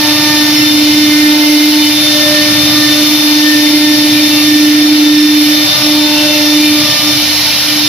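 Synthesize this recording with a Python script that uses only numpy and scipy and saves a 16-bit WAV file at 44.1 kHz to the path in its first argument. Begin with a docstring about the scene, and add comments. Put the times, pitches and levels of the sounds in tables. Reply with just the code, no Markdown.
"""A loud hum with a whistle, a shifting whine and hiss: a router cuts grooves in a board near a phone.
The spindle turns near 300 times a second; its orders swell and fade with the cut and the place of
the hand-held phone. Chips hiss in a pattern that partly repeats each turn, cooling air hisses above,
the workshop rumbles below. A low drone passes near the end. The phone overloads."""
import sys
import numpy as np
from scipy import signal
from scipy.fft import rfft, irfft, next_fast_len
from scipy.io import wavfile
from scipy.ndimage import uniform_filter1d

SR = 44100
rng = np.random.default_rng(int(sys.argv[2]) if len(sys.argv) > 2 else 0)


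def log_audio(samples):
    """Write samples as a 16-bit WAV file to the path given in sys.argv[1]."""
    # one column per channel
    frames = np.atleast_2d(samples).T
    # limit to full scale, then quantise
    limited = np.clip(frames, -1, 1)
    pcm = np.round(limited * 32767).astype(np.int16)
    wavfile.write(sys.argv[1], SR, pcm)


N = 347497
SHAFT_HZ = 299.53

# Board hum, rising with depth of cut. Each row: time in seconds, level in dB, throb depth 0-1.
BOARD_HUM = [(0.0, -17, 0.4), (0.06, -15, 0.21), (1.05, -8.5, 0.08), (1.82, -9.5, 0.07), (2.04, -15.5, 0),
             (3.82, -9, 0.15), (4.45, -11, 0.15), (4.5, -7.5, 0.15), (5.38, -8, 0.08), (5.64, -13, 0.04),
             (5.75, -31, 0.13), (5.86, -12, 0.05), (5.97, -10.5, 0), (6.32, -15, 0.04), (6.56, -10, 0.1),
             (6.76, -10.5, 0.05), (6.89, -19.5, 0.13), (6.96, -35, 0.13), (7.04, -17.5, 0.2),
             (7.09, -15.5, 0), (7.61, -30, 0.2), (7.7, -20, 0.13), (7.84, -17, 0.05), (7.88, -18, 0.13)]


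def hum(shaft_rad):
    """The board hums at the shaft rate: a slightly rough, throbbing sine that drops out three times."""
    throb_hz, rough_hz, roughness, pan_db = 26.53, 60.5, 0.11, -2.0
    level_db, depth = columns(BOARD_HUM)
    throb = depth * np.sin(2 * np.pi * np.cumsum(throb_hz + 2.39 * walk(5)) / SR)
    envelope = undb(level_db) * (1 + throb + roughness * walk(rough_hz))
    tone = np.sqrt(2) * envelope * np.sin(shaft_rad + roughness * walk(rough_hz))
    return tone * undb(np.array([[pan_db], [-pan_db]]) / 2)


def whistle(shaft_rad):
    """Motor tone on order 12: chatters as the bit bites, leans from ear to ear as the phone moves."""
    # Each row: time in seconds, level in dB, left minus right in dB.
    course = [(0.0, -26, -3.0), (0.11, -20, 6), (0.59, -22.5, 1), (0.7, -16, 1.0), (0.81, -23.5, 0.0),
              (1.07, -18, 0.5), (1.36, -25.5, 5), (1.73, -27, 6), (1.86, -20, 0.0), (2.06, -18, 5.0),
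              (2.08, -14.5, -1), (2.24, -21, 5), (2.46, -21.5, 15), (2.7, -16.5, 4), (3.45, -20, 7),
              (4.02, -22.5, 11), (4.32, -22, 8), (4.52, -25, 14), (5.4, -22, 1.0), (5.73, -17.5, 5),
              (5.86, -22, 5.0), (6.21, -19, 4), (6.34, -20.5, 8.0), (6.63, -18.5, 4), (7.15, -22.5, 19),
              (7.46, -31, 12), (7.64, -38, 9), (7.88, -17, -0.5)]
    level_db, pan_db = columns(course)
    level_db = level_db + 1.25 * walk(19)
    pan_db = pan_db + 1.3 * walk(4.8)
    ears = undb(np.array([pan_db, -pan_db]) / 2)
    lag_rad = 0.067 * walk(2.64) * np.array([[1], [-1]])
    chatter = 1 + 0.19 * walk(38)
    tone = np.sqrt(2) * np.sin(12 * shaft_rad + .2 * walk(40) + lag_rad)
    return undb(level_db) * chatter * ears / ears.mean(axis=0) * tone


def whine(shaft_rad):
    """Flutes, bearings and motor sing, mostly on whole multiples of the shaft rate."""
    # Multiples of the shaft rate that swell.
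    strong_orders = [2, 3, 4, 5, 6, 7, 8, 9, 10, 18]
    # One row per strong order: level between swells in dB, side minus mid in dB.
    rest_levels = [(-38, -15), (-42.5, -4.5), (-51.5, -2.5), (-43.5, -6), (-33.5, 1.5), (-39.5, -2),
                   (-36.5, -16), (-35, 0), (-37.5, -2), (-33, -2)]
    # The bit changes direction and bite. Each row: time in seconds, order, added peak in dB,
    # half length in seconds.
    swells = [(0, 6, -25.5, 0.54), (0.13, 2, -32.0, 0.26), (0.16, 9, -29.5, 0.096), (0.17, 3, -28, 0.54),
              (0.25, 4, -31.0, 0.25), (0.3, 8, -28, 0.11), (0.35, 5, -34.0, 0.12), (0.56, 18, -26, 0.13),
              (0.62, 9, -31.5, 0.04), (1.04, 10, -27, 0.03), (1.062, 7, -25.5, 0.67),
              (1.07, 6, -30.0, 0.12), (1.2, 8, -32, 0.19), (1.22, 5, -38, 0.48), (1.26, 10, -31.5, 0.89),
              (1.31, 3, -31.5, 0.31), (1.38, 2, -30, 0.47), (1.63, 7, -24, 0.022), (1.803, 3, -31.0, 0.12),
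              (1.85, 8, -31, 0.065), (1.85, 10, -25, 0.03), (2.27, 2, -21, 0.19), (2.36, 6, -26, 0.3),
              (2.49, 7, -33, 0.41), (2.64, 2, -28.5, 0.25), (2.72, 4, -33.5, 0.48), (2.86, 6, -21.5, 0.078),
              (2.96, 5, -38.5, 0.6), (2.97, 2, -30, 0.065), (3.503, 6, -22.0, 0.12), (3.7, 3, -35.5, 0.59),
              (3.81, 7, -29, 0.21), (3.867, 2, -31, 0.64), (3.88, 6, -33, 0.09), (4.17, 8, -27, 0.093),
              (4.22, 18, -34, 0.26), (4.39, 6, -31.5, 0.58), (4.39, 9, -25, 0.059), (4.4, 4, -33, 0.1),
              (5.234, 6, -30.5, 0.093), (5.52, 6, -34, 0.036), (5.76, 4, -35, 0.22), (5.82, 5, -32, 0.03),
              (5.84, 18, -40, 0.64), (5.99, 2, -27.0, 0.37), (6.13, 10, -38, 0.11), (6.19, 5, -32, 0.12),
              (6.24, 3, -32.5, 0.63), (6.26, 9, -24, 0.18), (6.363, 2, -23, 0.16), (6.37, 7, -35.5, 0.088),
              (6.47, 6, -31, 0.045), (6.68, 8, -26, 0.09), (6.678, 9, -29, 0.04), (6.86, 2, -31.5, 0.23),
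              (6.9, 7, -34, 0.04), (6.91, 18, -27, 0.057), (6.93, 4, -32, 0.25), (6.93, 6, -26, 0.06),
              (6.988, 9, -30, 0.05), (7.48, 3, -28, 0.03), (7.48, 18, -31.5, 0.7)]
    # Rasping orders. Each row: order, level in dB, side minus mid in dB.
    weak_orders = [(11, -42, 0), (13, -43, -3), (14, -40, -6), (15, -42, 3), (16, -44, 6), (17, -42, 3),
                   (19, -43, 0), (22, -53, 11)]
    # Off-order tones, likely bearings and inverter. Each row: Hz, level in dB, side minus mid in dB.
    stray_tones = [(4310, -38, -4), (10600, -51, 3), (14103, -49, 4)]
    out = 0
    for order, (rest_db, side_db) in zip(strong_orders, rest_levels):
        swell = sum(undb(db) * bump(at_s, half_s) for at_s, k, db, half_s in swells if k == order)
        level_db = 20 * np.log10(undb(rest_db) + swell) + 1.14 * walk(9.5)
        roughness = min(.05 * order, .6)  # bit wobble blurs high orders more
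        out += partial(order * shaft_rad, level_db, side_db, roughness)
    for order, level_db, side_db in weak_orders:
        out += partial(order * shaft_rad, level_db + 2 * walk(3.32), side_db, roughness=.75)
    for hz, level_db, side_db in stray_tones:
        out += partial(hz / SHAFT_HZ * shaft_rad, level_db + 2 * walk(2.87), side_db, roughness=.21)
    return out


def partial(phase_rad, mid_db, side_offset_db, roughness):
    """One stereo tone; the side part arrives by other paths, so its level and phase drift alone."""
    flutter_db, drift_rad, side_follow = 1.1, 0.38, 0.21
    start_rad = 2 * np.pi * rng.random(2)
    rasp = undb(flutter_db * walk(14)) * (1 + roughness * walk(90))
    mid = undb(mid_db) * np.sin(phase_rad + start_rad[0] + drift_rad * walk(6) + roughness * walk(70))
    followed_db = side_follow * mid_db + (1 - side_follow) * np.mean(mid_db)
    side_db = followed_db + side_offset_db + 3 * walk(4.04)
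    side = undb(side_db) * np.sin(phase_rad + start_rad[1] + 1.07 * walk(2.53) + roughness * walk(70))
    return np.sqrt(2) * rasp * np.array([mid + side, mid - side])


def squeals(shaft_rad):
    """The bit squeals briefly on high orders, stronger on the left."""
    # Each row: time in seconds, order, peak before panning in dB, half length in seconds.
    events = [(1.85, 36, -34, .025), (1.94, 35, -33, .02), (1.94, 36, -28, 0.025), (2.03, 36, -29, 0.035),
              (2.034, 37, -25, 0.038)]
    tone = sum(undb(db) * bump(at_s, half_s) * np.sin(order * shaft_rad)
               for at_s, order, db, half_s in events)
    return tone * np.array([[1.8], [.8]])


def hiss_spectra(hz, fft_size):
    """Mid and side noise spectra; each turn meets nearly the same wood, so the noise combs."""
    # Frame, board and spindle body modes. Each row: centre in Hz, width in Hz, boost in dB.
    resonances = [(129.7, 20, 9.5), (735, 31, 5.5), (1378, 21, 10), (1562, 37, 3.5), (2343, 240, 4.5),
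                  (3007, 82, 7), (3698, 120, 5.5), (4215, 460, 4.5), (5360, 570, 4), (10880, 460, 3.5)]
    # Noise colours. Each row: Hz, relative density in dB.
    mid_colour = [(30, -34), (65, -32), (95, -17.5), (230, -15), (290, -14.5), (390, -25.5), (560, -18.5),
                  (1620, -23), (2000, -17), (2800, -16), (4000, -14), (5600, -16.5), (6800, -23.5),
                  (7600, -88), (9000, -30.5), (10000, -25), (14000, -23), (15300, -32.5)]
    side_colour = [(30, -34), (235, -30), (297, -18), (390, -42), (889, -26), (1300, -22.5), (2000, -20),
                   (2730, -18.5), (4000, -11.5), (4970, -6), (6300, -15), (7150, -17), (14100, -16),
                   (15300, -30)]
    # Lean to one ear. Each row: Hz, left minus right in dB.
    lean = [(60, -4), (110, 0.5), (200, 1), (380, -7.5), (690, 2), (1280, 0), (2360, 1.5), (4350, -4.5),
            (8020, 3.5), (14800, 8)]
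    # Mid noise a quarter cycle ahead in the side, as between two ports. Each row: Hz, share -1 to 1.
    quadrature = [(170, .06), (430, .2), (900, .6), (1450, .4), (1800, -.02), (2300, -.22), (3400, -0.39),
                  (4400, .1), (5200, -.28), (6100, -0.15), (12000, 0.11)]
    repeat_share, mid_db, side_db = 0.16, -16.5, -17.5
    comb = 1 / (1 - repeat_share * np.exp(-2j * np.pi * hz / SHAFT_HZ))
    body = undb(sum(db / (1 + (2 * (hz - f) / width) ** 2) for f, width, db in resonances))
    mid, side = undb(over_hz(mid_colour, hz)), undb(over_hz(side_colour, hz))
    mid *= undb(mid_db) / np.sqrt(np.mean(mid ** 2))
    side *= undb(side_db) / np.sqrt(np.mean(side ** 2))
    # A lean means that mid and side share part of their noise.
    power_ratio = undb(2 * over_hz(lean, hz))
    balance = (power_ratio - 1) / (power_ratio + 1)
    shared = np.clip(balance * (mid ** 2 + side ** 2) / (2 * mid * side), -.95, .95)
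    ahead = over_hz(quadrature, hz)
    unshared = np.sqrt(np.clip(1 - shared ** 2 - ahead ** 2, 0, 1))
    common, separate = (comb * body * rfft(rng.standard_normal(fft_size)) for _ in range(2))
    return np.array([mid * common, side * ((shared + 1j * ahead) * common + unshared * separate)])


def hiss(shaft_rad):
    """Chips, cooling air and workshop rumble in flickering half-octave bands, pulsing once a turn."""
    # Most bands sink under a loud hum. Each row: Hz, dB lost per dB of hum.
    ducking = [(70, .45), (150, 0.64), (300, -0.35), (430, 0.2), (600, 0.4), (1050, 0.56), (2200, 0.14),
               (4500, 0.41), (12000, 0.07)]
    # Low and high shelf gains. Each row: time in seconds, gain in dB.
    rumble = [(0, -2), (.3, 2.5), (.7, 2), (1.15, 5), (1.5, -13), (1.9, 2), (2.3, 2.5), (2.9, 4), (3.5, -4),
              (4.1, .5), (4.6, 4), (5.2, -6), (5.75, 0), (6.3, -3), (6.9, 4), (7.3, -3), (7.88, -4.5)]
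    treble = [(0, 0), (.9, -0.1), (1.2, -0.2), (2.0, 0.2), (3.0, 1), (3.9, -0.2), (4.4, 0.7), (5.2, -3.1),
              (5.6, 0.4), (6.1, -1.5), (6.8, -0.2), (7.88, -0.3)]
    rumble_top_hz, treble_from_hz = 190, 3300
    duck_from_db, flicker_db, pulse_depth = -14.5, .8, 0.025
    fft_size = next_fast_len(N)
    hz = np.arange(fft_size // 2 + 1) * SR / fft_size
    spectra = hiss_spectra(hz, fft_size)
    hum_db = np.maximum(columns(BOARD_HUM)[0], duck_from_db)
    hum_db -= hum_db.mean()
    rumble_db = columns(rumble)[0] + 2 * walk(5.8)
    treble_db, = columns(treble)
    bands, octave = 0, np.log2(hz + 1)
    for centre in np.arange(5, 14.6, .5):
        centre_hz = 2 ** centre
        window = np.cos(np.pi * np.clip(octave - centre, -.5, .5)) ** 2
        gain_db = rumble_db / (1 + (centre_hz / rumble_top_hz) ** 2)
        gain_db -= over_hz(ducking, centre_hz) * hum_db
        gain_db += treble_db / (1 + (treble_from_hz / centre_hz) ** 2)
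        gain_db = gain_db + flicker_db * np.array([walk(9), walk(36)])
        bands += undb(gain_db) * irfft(spectra * window, fft_size)[:, :N]
    mid, side = bands * (1 + pulse_depth * np.sin(shaft_rad))
    return np.array([mid + side, mid - side])


def drone():
    """A soft low tone comes and goes, perhaps an axis drive."""
    # Each row: time in seconds, pitch in Hz, level in dB, half length in seconds.
    events = [(7.36, 83.7, -36, 0.29)]
    t = np.arange(N) / SR
    return sum(np.sqrt(2) * undb(db) * bump(at_s, half_s) * np.sin(2 * np.pi * hz * t + .6 * walk(6.5))
               for at_s, hz, db, half_s in events)


def undb(db):
    """Gain of a level in dB."""
    return 10 ** (np.asarray(db) / 20)


def columns(table):
    """Value columns of a time table, interpolated per sample."""
    times_s, *values = np.transpose(table)
    return [np.interp(np.arange(N) / SR, times_s, column) for column in values]


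def over_hz(table, hz):
    """Value of a (Hz, value) table on a log-frequency axis."""
    knots_hz, values = np.transpose(table)
    return np.interp(np.log(hz + 1), np.log(knots_hz), values)


def walk(rate_hz):
    """Random levels joined smoothly; spread near 1."""
    hop = 16
    hold = int(SR / hop / rate_hz)
    steps = np.repeat(rng.standard_normal(N // hop // hold + 2), hold)
    smooth = uniform_filter1d(uniform_filter1d(steps, hold), hold)
    return np.repeat(1.3 * smooth, hop)[:N]


def bump(at_s, half_s):
    """Gaussian swell: 1 at at_s, 1/e at half_s to either side."""
    return np.exp(-((np.arange(N) / SR - at_s) / half_s) ** 2)


def scene():
    """Hum, whistle, whine, squeals and hiss on one shaft angle, plus the drone."""
    shaft_rad = 2 * np.pi * SHAFT_HZ * np.arange(N) / SR
    tones = hum(shaft_rad) + whistle(shaft_rad) + whine(shaft_rad) + squeals(shaft_rad)
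    return tones + hiss(shaft_rad) + drone()


def record(dry):
    """The phone clips the peaks and cuts the top."""
    drive_db, top_hz, stop_db = 0.5, 15470, 31
    lowpass = signal.ellip(10, .1, stop_db, top_hz, fs=SR, output="sos")
    return signal.sosfilt(lowpass, np.clip(undb(drive_db) * dry, -1, 1))


dry = scene()
out = record(dry)
log_audio(out)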